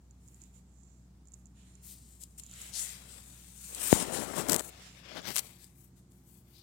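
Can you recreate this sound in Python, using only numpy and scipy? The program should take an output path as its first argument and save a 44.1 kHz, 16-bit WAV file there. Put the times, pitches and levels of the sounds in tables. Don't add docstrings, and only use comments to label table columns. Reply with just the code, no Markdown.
import sys
import numpy as np
from scipy import signal
from scipy.fft import rfft, irfft, next_fast_len
from scipy.io import wavfile
from scipy.ndimage import uniform_filter1d

SR = 44100
rng = np.random.default_rng(int(sys.argv[2]) if len(sys.argv) > 2 else 0)


def wrap_up_sound(samples):
    columns = np.atleast_2d(samples).T
    tamed = np.clip(columns, -1, 1)
    steps = np.round(tamed * 32767).astype(np.int16)
    wavfile.write(sys.argv[1], SR, steps)


N = 292277
TIME = np.arange(N) / SR

# frequency in Hz, gain in dB.
RIGHT_PORT = [(3500, -44), (5500, -21), (6600, -7), (7200, 1.5), (7800, -8.5), (9000, -24.5), (12000, -41),
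              (16000, -43.5)]
LEFT_DRAGS = [(2.42, 0.38, 0.37, 0.16, -68, -2, -2.5, -62),
              (3.647, 0.17, 0.022, 0.027, -55, 3, -5.5, -51.5),
              (3.771, 0.091, 0.074, .03, -30.5, -11.5, -3, -47),
              (3.889, 0.038, .1, 0.0091, -30.5, -8.5, -12.5, -36),
              (4.007, 0.026, .41, 0.084, -45, -1.5, -25, -39),
              (4.108, 0.039, .01, 0.052, -32, -7, -10.5, -39),
              (4.171, .04, 0.037, 0.0085, -40, -12, -7, -37),
              (4.34, 0.047, 0.0085, 0.031, -33.5, -4.5, -8.5, -30),
              (4.472, 0.034, .055, .011, -33, -7, -3, -30),
              (4.573, 0.014, 0.022, 0.0021, -36.5, -8, -12.5, -38),
              (4.611, 0.0091, 0.074, 0.0052, -45, -9.5, -2.5, -53),
              (4.674, 0.016, 0.12, 0.12, -63, 9.5, -1.5, -59.5),
              (4.923, .05, 0.024, 0.037, -64, 8.5, -3, -64.5),
              (4.986, 0.13, 0.065, .03, -69.5, 23.5, 1, -53),
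              (5.127, 0.056, .01, .018, -65, 21, -1.5, -44.5),
              (5.21, 0.072, 0.018, .025, -53, 16.5, 0.5, -42),
              (5.258, 0.0215, 0.039, .03, -45.5, 0, 2, -56),
              (5.325, 0.046, 0.025, 0.0068, -36, -4, -0.5, -48.5),
              (5.39, .02, 0.056, 0.077, -63, -1.5, 0, -58.5)]


def undb(db):
    return 10 ** (np.asarray(db) / 20)


def unit(x):
    return x / np.std(x)


def response(spectrum, size):
    hz, db = np.transpose(spectrum)
    bin_hz = np.arange(size // 2 + 1) * SR / size
    return undb(np.interp(np.log(bin_hz + 1), np.log(hz), db))


def colour(x, spectrum):
    size = next_fast_len(N, True)
    return unit(irfft(rfft(x, size) * response(spectrum, size), size)[:N])


def ring(spectrum, size=1024):
    cepstrum = irfft(np.log(response(spectrum, size)))
    cepstrum[1:size // 2] *= 2
    cepstrum[size // 2 + 1:] = 0
    ringing = irfft(np.exp(rfft(cepstrum)))
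    return ringing / np.abs(ringing).max()


def walk(rate):
    hold = max(int(SR / rate), 2)
    steps = np.repeat(rng.standard_normal(N // hold + 1), hold)[:N]
    return unit(uniform_filter1d(steps, hold))


def friction(rate, spread_db, hiss):
    snaps = (rng.random(N) < rate / SR) * rng.choice([-1, 1], N)
    sizes = undb(spread_db * np.minimum(rng.exponential(size=N), 4))
    return unit(unit(snaps * sizes) + hiss * rng.standard_normal(N))


def folds(x, patchy_db=2.5, width_bins=4):
    spectrum = signal.stft(x, nperseg=512)[2]
    patches = uniform_filter1d(rng.standard_normal(spectrum.shape), size=width_bins, axis=0)
    patches = unit(uniform_filter1d(patches, size=24, axis=1))
    return unit(signal.istft(spectrum * undb(patchy_db * patches))[1][:N])


def swells(moves, levels_db, bend=1.52):
    power = np.full(N, 1e-14)
    for (start, attack, hold, release), db in zip(moves[:, :4], levels_db):
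        span = slice(max(int(start * SR), 0), int((start + attack + hold + 10 * release) * SR))
        t = TIME[span] - start
        speed = np.sin(np.pi / 2 * np.clip(t / attack, 0, 1)) ** bend
        run_out = np.exp(-np.maximum(t - attack - hold, 0) / release)
        power[span] += (undb(db) * speed * run_out) ** 2
    return np.sqrt(power)


def strikes(starts_s, peaks_db, spectrum, grit, tail_s):
    out, resonance = np.zeros(N), ring(spectrum)
    t = TIME[:len(resonance)]
    scatter = np.reshape(grit, (-1, 1)) * rng.standard_normal((len(starts_s), len(t)))
    for start_s, db, noise in zip(starts_s, peaks_db, scatter):
        force = (t == 0) + noise * np.exp(-t / tail_s)
        blow = signal.fftconvolve(force, resonance)
        start = int(start_s * SR)
        out[start:start + len(blow)] += (undb(db) * blow / np.abs(blow).max())[:N - start]
    return out


def night_air(level_db=-62, apart_hz=700):
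    # frequency in Hz, gain in dB.
    air_spectrum = [(20, -29), (45, -18), (90, 0.5), (170, 0.5), (260, -6), (400, -15.5), (550, -22),
                    (800, -21.5), (1300, -26.5), (3000, -38), (5500, -33.5), (7500, -31.5), (10000, -42.5),
                    (16000, -43.5)]
    lowpass = signal.butter(1, apart_hz, fs=SR, output="sos")
    highpass = signal.butter(1, apart_hz, "high", fs=SR, output="sos")
    bass = signal.sosfilt(lowpass, rng.standard_normal(N))
    trebles = signal.sosfilt(highpass, rng.standard_normal((2, N)))
    return undb(level_db) * np.array([colour(bass + treble, air_spectrum) for treble in trebles])


def mains_hum(waver_db=-0.14):
    # frequency in Hz, rms level in dB before the turn and after it.
    partials = [(61, -58.5, -65), (123.5, -70.5, -67.5), (185.5, -67.5, -68.5), (349, -94, -76.5)]
    turn_s = [4.4, 5.2]
    hum = np.zeros(N)
    for hz, *levels_db in partials:
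        db = np.interp(TIME, turn_s, levels_db) + waver_db * walk(rate=4)
        phase = 2 * np.pi * hz * TIME + 0.3 * walk(rate=4.2)
        hum += np.sqrt(2) * undb(db) * np.sin(phase)
    return hum


def ticks():
    # start in seconds, left peak in dB, right peak in dB.
    touches = [(0.1098, -64, -43.5), (0.278, -51, -44.5), (.2845, -53, -42), (0.345, -53, -43),
               (0.4182, -51, -35), (0.438, -47, -38.5), (.8341, -62, -44.5), (1.2554, -65, -52),
               (1.2728, -62, -44), (1.2844, -58, -45), (1.32, -58, -43), (1.3371, -48, -38),
               (1.3405, -49, -33), (1.4573, -64, -40), (1.4692, -70, -46), (1.7536, -57, -41.5),
               (2.2365, -24.5, -33), (2.3902, -36, -39), (2.3971, -26, -38), (2.4358, -38, -33),
               (2.4647, -42, -35), (2.496, -50, -39), (2.513, -47, -35), (2.5379, -44, -34.5),
               (2.6165, -31, -31.5), (2.7949, -29, -25), (2.8928, -30, -32), (3.345, -44, -49),
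               (3.7484, -16.5, -42), (5.218, -52, -39), (5.6432, -33, -52), (6.12, -45.5, -56),
               (6.2764, -49.5, -61), (6.5894, -51.5, -58)]
    # frequency in Hz, gain in dB.
    left_spectrum = [(1500, -40), (4000, -14), (6300, -15.5), (7600, -3.5), (9500, -7.5), (12000, -13),
                     (16000, -32)]
    starts_s, left_db, right_db = np.transpose(touches)
    return np.array([strikes(starts_s, left_db, left_spectrum, grit=0.15, tail_s=0.0028),
                     strikes(starts_s, right_db, RIGHT_PORT, grit=0.054, tail_s=0.0046)])


def lighter(right_db=-38):
    # start in seconds, level in dB, grit from 0 (snap) to 1 (scrape).
    clicks = [(4.4863, -13, .3), (4.4949, -13, .4), (4.4968, 1.5, .19), (4.4987, -9, .12),
              (4.511, -11, .15), (4.518, -9, .2), (4.5205, -10, .4), (4.5216, -1.5, .13), (4.5318, .5, .11),
              (4.5446, -.5, .05), (4.5632, -2.5, .07), (4.5951, -11, .2), (5.305, -16, .15),
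              (5.3587, -13, .5), (5.3632, -11, .4), (5.365, -7, .35), (5.3731, -10, .5), (5.38, -11.5, .3),
              (5.383, -7, .35), (5.3853, -9, .2), (5.3902, -12, .4), (5.3935, -7, .35)]
    # frequency in Hz, gain in dB.
    click_spectrum = [(300, -14), (1200, -6.5), (4000, -5), (6500, 2.5), (8000, 6.5), (10000, 0.5),
                      (13000, -1.5), (16000, -8)]
    starts_s, levels_db, grit = np.transpose(clicks)
    close = strikes(starts_s, levels_db, click_spectrum, grit, tail_s=0.001)
    return np.outer([1, undb(right_db)], close)


def bump(at_s=3.9279, push=3.6, start_hz=860, end_hz=125, settle_s=0.00081, decay_s=0.0013):
    t = np.maximum(TIME - at_s, 0)
    cycles = end_hz * t + (start_hz - end_hz) * settle_s * (1 - np.exp(-t / settle_s))
    pressure = push * np.sin(2 * np.pi * cycles) * np.exp(-t / decay_s)
    return -0.95 * np.tanh(pressure)


def rubbing(press_db=1, firm_db=-30, deepen=0.35, catch_db=2.0):
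    # frequency in Hz, gain in dB.
    rush_spectrum = [(30, -28), (100, -10.5), (280, -7.5), (450, -1), (600, -1.5), (760, -2.5),
                     (1050, -6.5), (1500, -10), (2200, -16), (4000, -38)]
    # frequency in Hz, gain in dB.
    rumble_spectrum = [(30, -27), (80, -14), (170, 0), (290, 1.5), (370, -2), (470, -10), (900, -26)]
    drags = np.array(LEFT_DRAGS)
    level_db = 20 * np.log10(swells(drags, drags[:, -1]))
    rush = colour(friction(rate=900, spread_db=-0.5, hiss=0.78), rush_spectrum)
    rush = folds(rush, patchy_db=2, width_bins=2)
    rumble = colour(friction(rate=430, spread_db=0, hiss=0.32), rumble_spectrum)
    rumble *= undb(press_db + deepen * (level_db - firm_db))
    return undb(level_db + catch_db * walk(rate=90)) * (rush + rumble)


def sleeve(rise=0.59, fall=1.22):
    # peak time and time scale in seconds,
    # left and right level in dB, band centre and width in Hz.
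    sweeps = [(1.606, 0.046, -85, -71.5, 3100, 800), (1.841, 0.013, -69, -67, 4600, 4000),
              (1.897, 0.032, -58, -65, 4700, 3760), (1.99, 0.12, -72.5, -70.5, 4830, 2390),
              (2.224, 0.018, -66, -64, 4260, 2600), (2.585, 0.15, -61, -64, 3470, 1390),
              (2.759, 0.031, -37.5, -52, 5480, 3420), (5.174, 0.013, -39.5, -62, 2330, 3800),
              (5.62, 0.032, -63, -78, 4670, 1610), (6.573, 0.04, -58, -80, 4290, 1600)]
    out = np.zeros((2, N))
    slips = friction(rate=2000, spread_db=1.5, hiss=0.94)
    for peak_s, scale_s, left_db, right_db, centre_hz, width_hz in sweeps:
        edges_hz = [max(centre_hz - width_hz / 2, 200), centre_hz + width_hz / 2]
        band = signal.butter(2, edges_hz, "band", fs=SR, output="sos")
        spread_s = scale_s * np.where(TIME < peak_s, rise, fall)
        swell = np.exp(-0.5 * ((TIME - peak_s) / spread_s) ** 2)
        out += np.outer(undb([left_db, right_db]), swell * unit(signal.sosfilt(band, slips)))
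    return out


def nylon(moves, levels_db, port, weave, swish_trim_db, sheen_trim_db, catch_db, rasp_trim_db=-1):
    # frequency in Hz, gain in dB.
    rasp_spectrum = [(150, -20.5), (500, -7.5), (850, -8), (1300, -1.5), (1700, -0.5), (2050, 3), (2400, 2),
                     (3100, 2), (4200, 0.5), (6000, -2), (8000, -22), (11000, -37)]
    rasp_db, sheen_db = moves[:, 5:7].T
    level = swells(moves, levels_db)
    rasp_gain = swells(moves, levels_db + rasp_db + rasp_trim_db) / level
    sheen_gain = swells(moves, levels_db + sheen_db + sheen_trim_db) / level
    swish = undb(swish_trim_db) * colour(friction(rate=2500, spread_db=1.5, hiss=0.8), port)
    rasp = rasp_gain * colour(friction(rate=1700, spread_db=3, hiss=1.0), rasp_spectrum)
    sheen = sheen_gain * colour(friction(rate=2000, spread_db=3.5, hiss=0.9), weave)
    cloth = swish + rasp + sheen
    catching = undb(catch_db * walk(rate=130))
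    return level * catching * np.std(cloth) * folds(cloth)


def jacket():
    strokes = [(0, 0.004, 6.6, .1, -80, -2, -3.5, -80.5), (0.158, 0.13, .17, .06, -68, -9, -3.5, -69.5),
               (.39, .025, .03, 0.049, -75, -8.5, -12, -62.5),
               (0.514, 0.043, 0.025, .03, -69, -11, -7, -61.5),
               (0.573, 0.29, .08, .07, -82, -25.5, -31, -63),
               (1.29, 0.057, .05, .05, -76, -13.5, -3.5, -69.5),
               (1.534, .05, .1, 0.32, -69, -2.5, -12, -66),
               (1.812, 0.054, .06, 0.032, -50, -20.5, 1, -60.5),
               (1.93, .05, .1, 0.38, -59, -13.5, -5.5, -67),
               (2.188, 0.045, .002, 0.0091, -45, -27.5, -8.5, -63),
               (2.375, 0.01, 0.015, 0.0031, -45.5, -14, -4.5, -51),
               (2.388, .02, .1, .05, -63, -10.5, -3.5, -59.5),
               (2.465, 0.17, .03, 0.073, -48, -4, -6, -51.5),
               (2.717, 0.08, 0.023, .055, -32, -15.5, -9.5, -46),
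               (2.752, 0.13, 0.039, 0.16, -48, -1, -6, -57), (3.04, .1, .04, 0.044, -49, -6, -8.5, -62),
               (3.143, 0.12, .25, .05, -53.5, -6.5, -3.5, -62.5),
               (3.487, 0.21, 0.12, .05, -44.5, -11, -5.5, -51),
               (3.692, .15, .15, 0.14, -43, -2, -5.5, -47.5), (4.45, .2, .12, .05, -65, 0.5, -7, -64),
               (4.761, 0.097, .02, 0.073, -62.5, 3, -7.5, -55.5),
               (4.969, 0.2, 0.27, .1, -70.5, -6.5, -6.5, -60.5),
               (5.374, 0.032, .05, .13, -53.5, -1.5, -0.5, -71),
               (5.575, 0.054, 0.011, .035, -55, -10, -1.5, -68),
               (5.721, 0.085, 0.041, .03, -63.5, -10.5, 5, -82.5),
               (5.943, 0.043, .01, .025, -65.5, -7, -1.5, -80.5),
               (6.091, 0.031, .06, 0.054, -71.5, -4, 5, -85), (6.22, 0.076, .09, 0.034, -64, -8, 5, -83),
               (6.41, 0.12, .06, 0.075, -68, 0, 5, -83.5)]
    # frequency in Hz, gain in dB.
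    left_port = [(2500, -32), (4500, -14.5), (6200, -7.5), (7300, -2), (8300, 1), (9500, -4.5), (11500, -9),
                 (15000, -39.5)]
    # frequency in Hz, gain in dB.
    left_weave = [(5000, -27), (8500, -9.5), (10000, -4.5), (12000, 2), (14000, 2.5), (15800, -2.5)]
    right_weave = [(5000, -13), (7800, 5.5), (9500, 6), (11000, -2.5), (13000, -3), (15800, -5.5)]
    left_moves, right_moves = np.array(strokes + LEFT_DRAGS), np.array(strokes)
    left = nylon(left_moves, left_moves[:, 4], left_port, left_weave,
                 swish_trim_db=-0.5, sheen_trim_db=-1, catch_db=0.87)
    right = nylon(right_moves, right_moves[:, 7], RIGHT_PORT, right_weave,
                  swish_trim_db=-1.5, sheen_trim_db=-0.5, catch_db=0.3)
    return left, right


def scene():
    left, right = jacket()
    cloth = np.array([left + rubbing() + bump(), right]) + sleeve()
    return cloth + lighter() + ticks() + night_air() + mains_hum()


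def record(dry, bass_hz=46, top_hz=16000, ceiling=0.92):
    highpass = signal.butter(5, bass_hz, "high", fs=SR, output="sos")
    lowpass = signal.ellip(8, 0.2, 70, top_hz, fs=SR, output="sos")
    clipped = np.clip(signal.sosfilt(highpass, dry), -ceiling, ceiling)
    return signal.sosfilt(lowpass, clipped)


dry = scene()
out = record(dry)
wrap_up_sound(out)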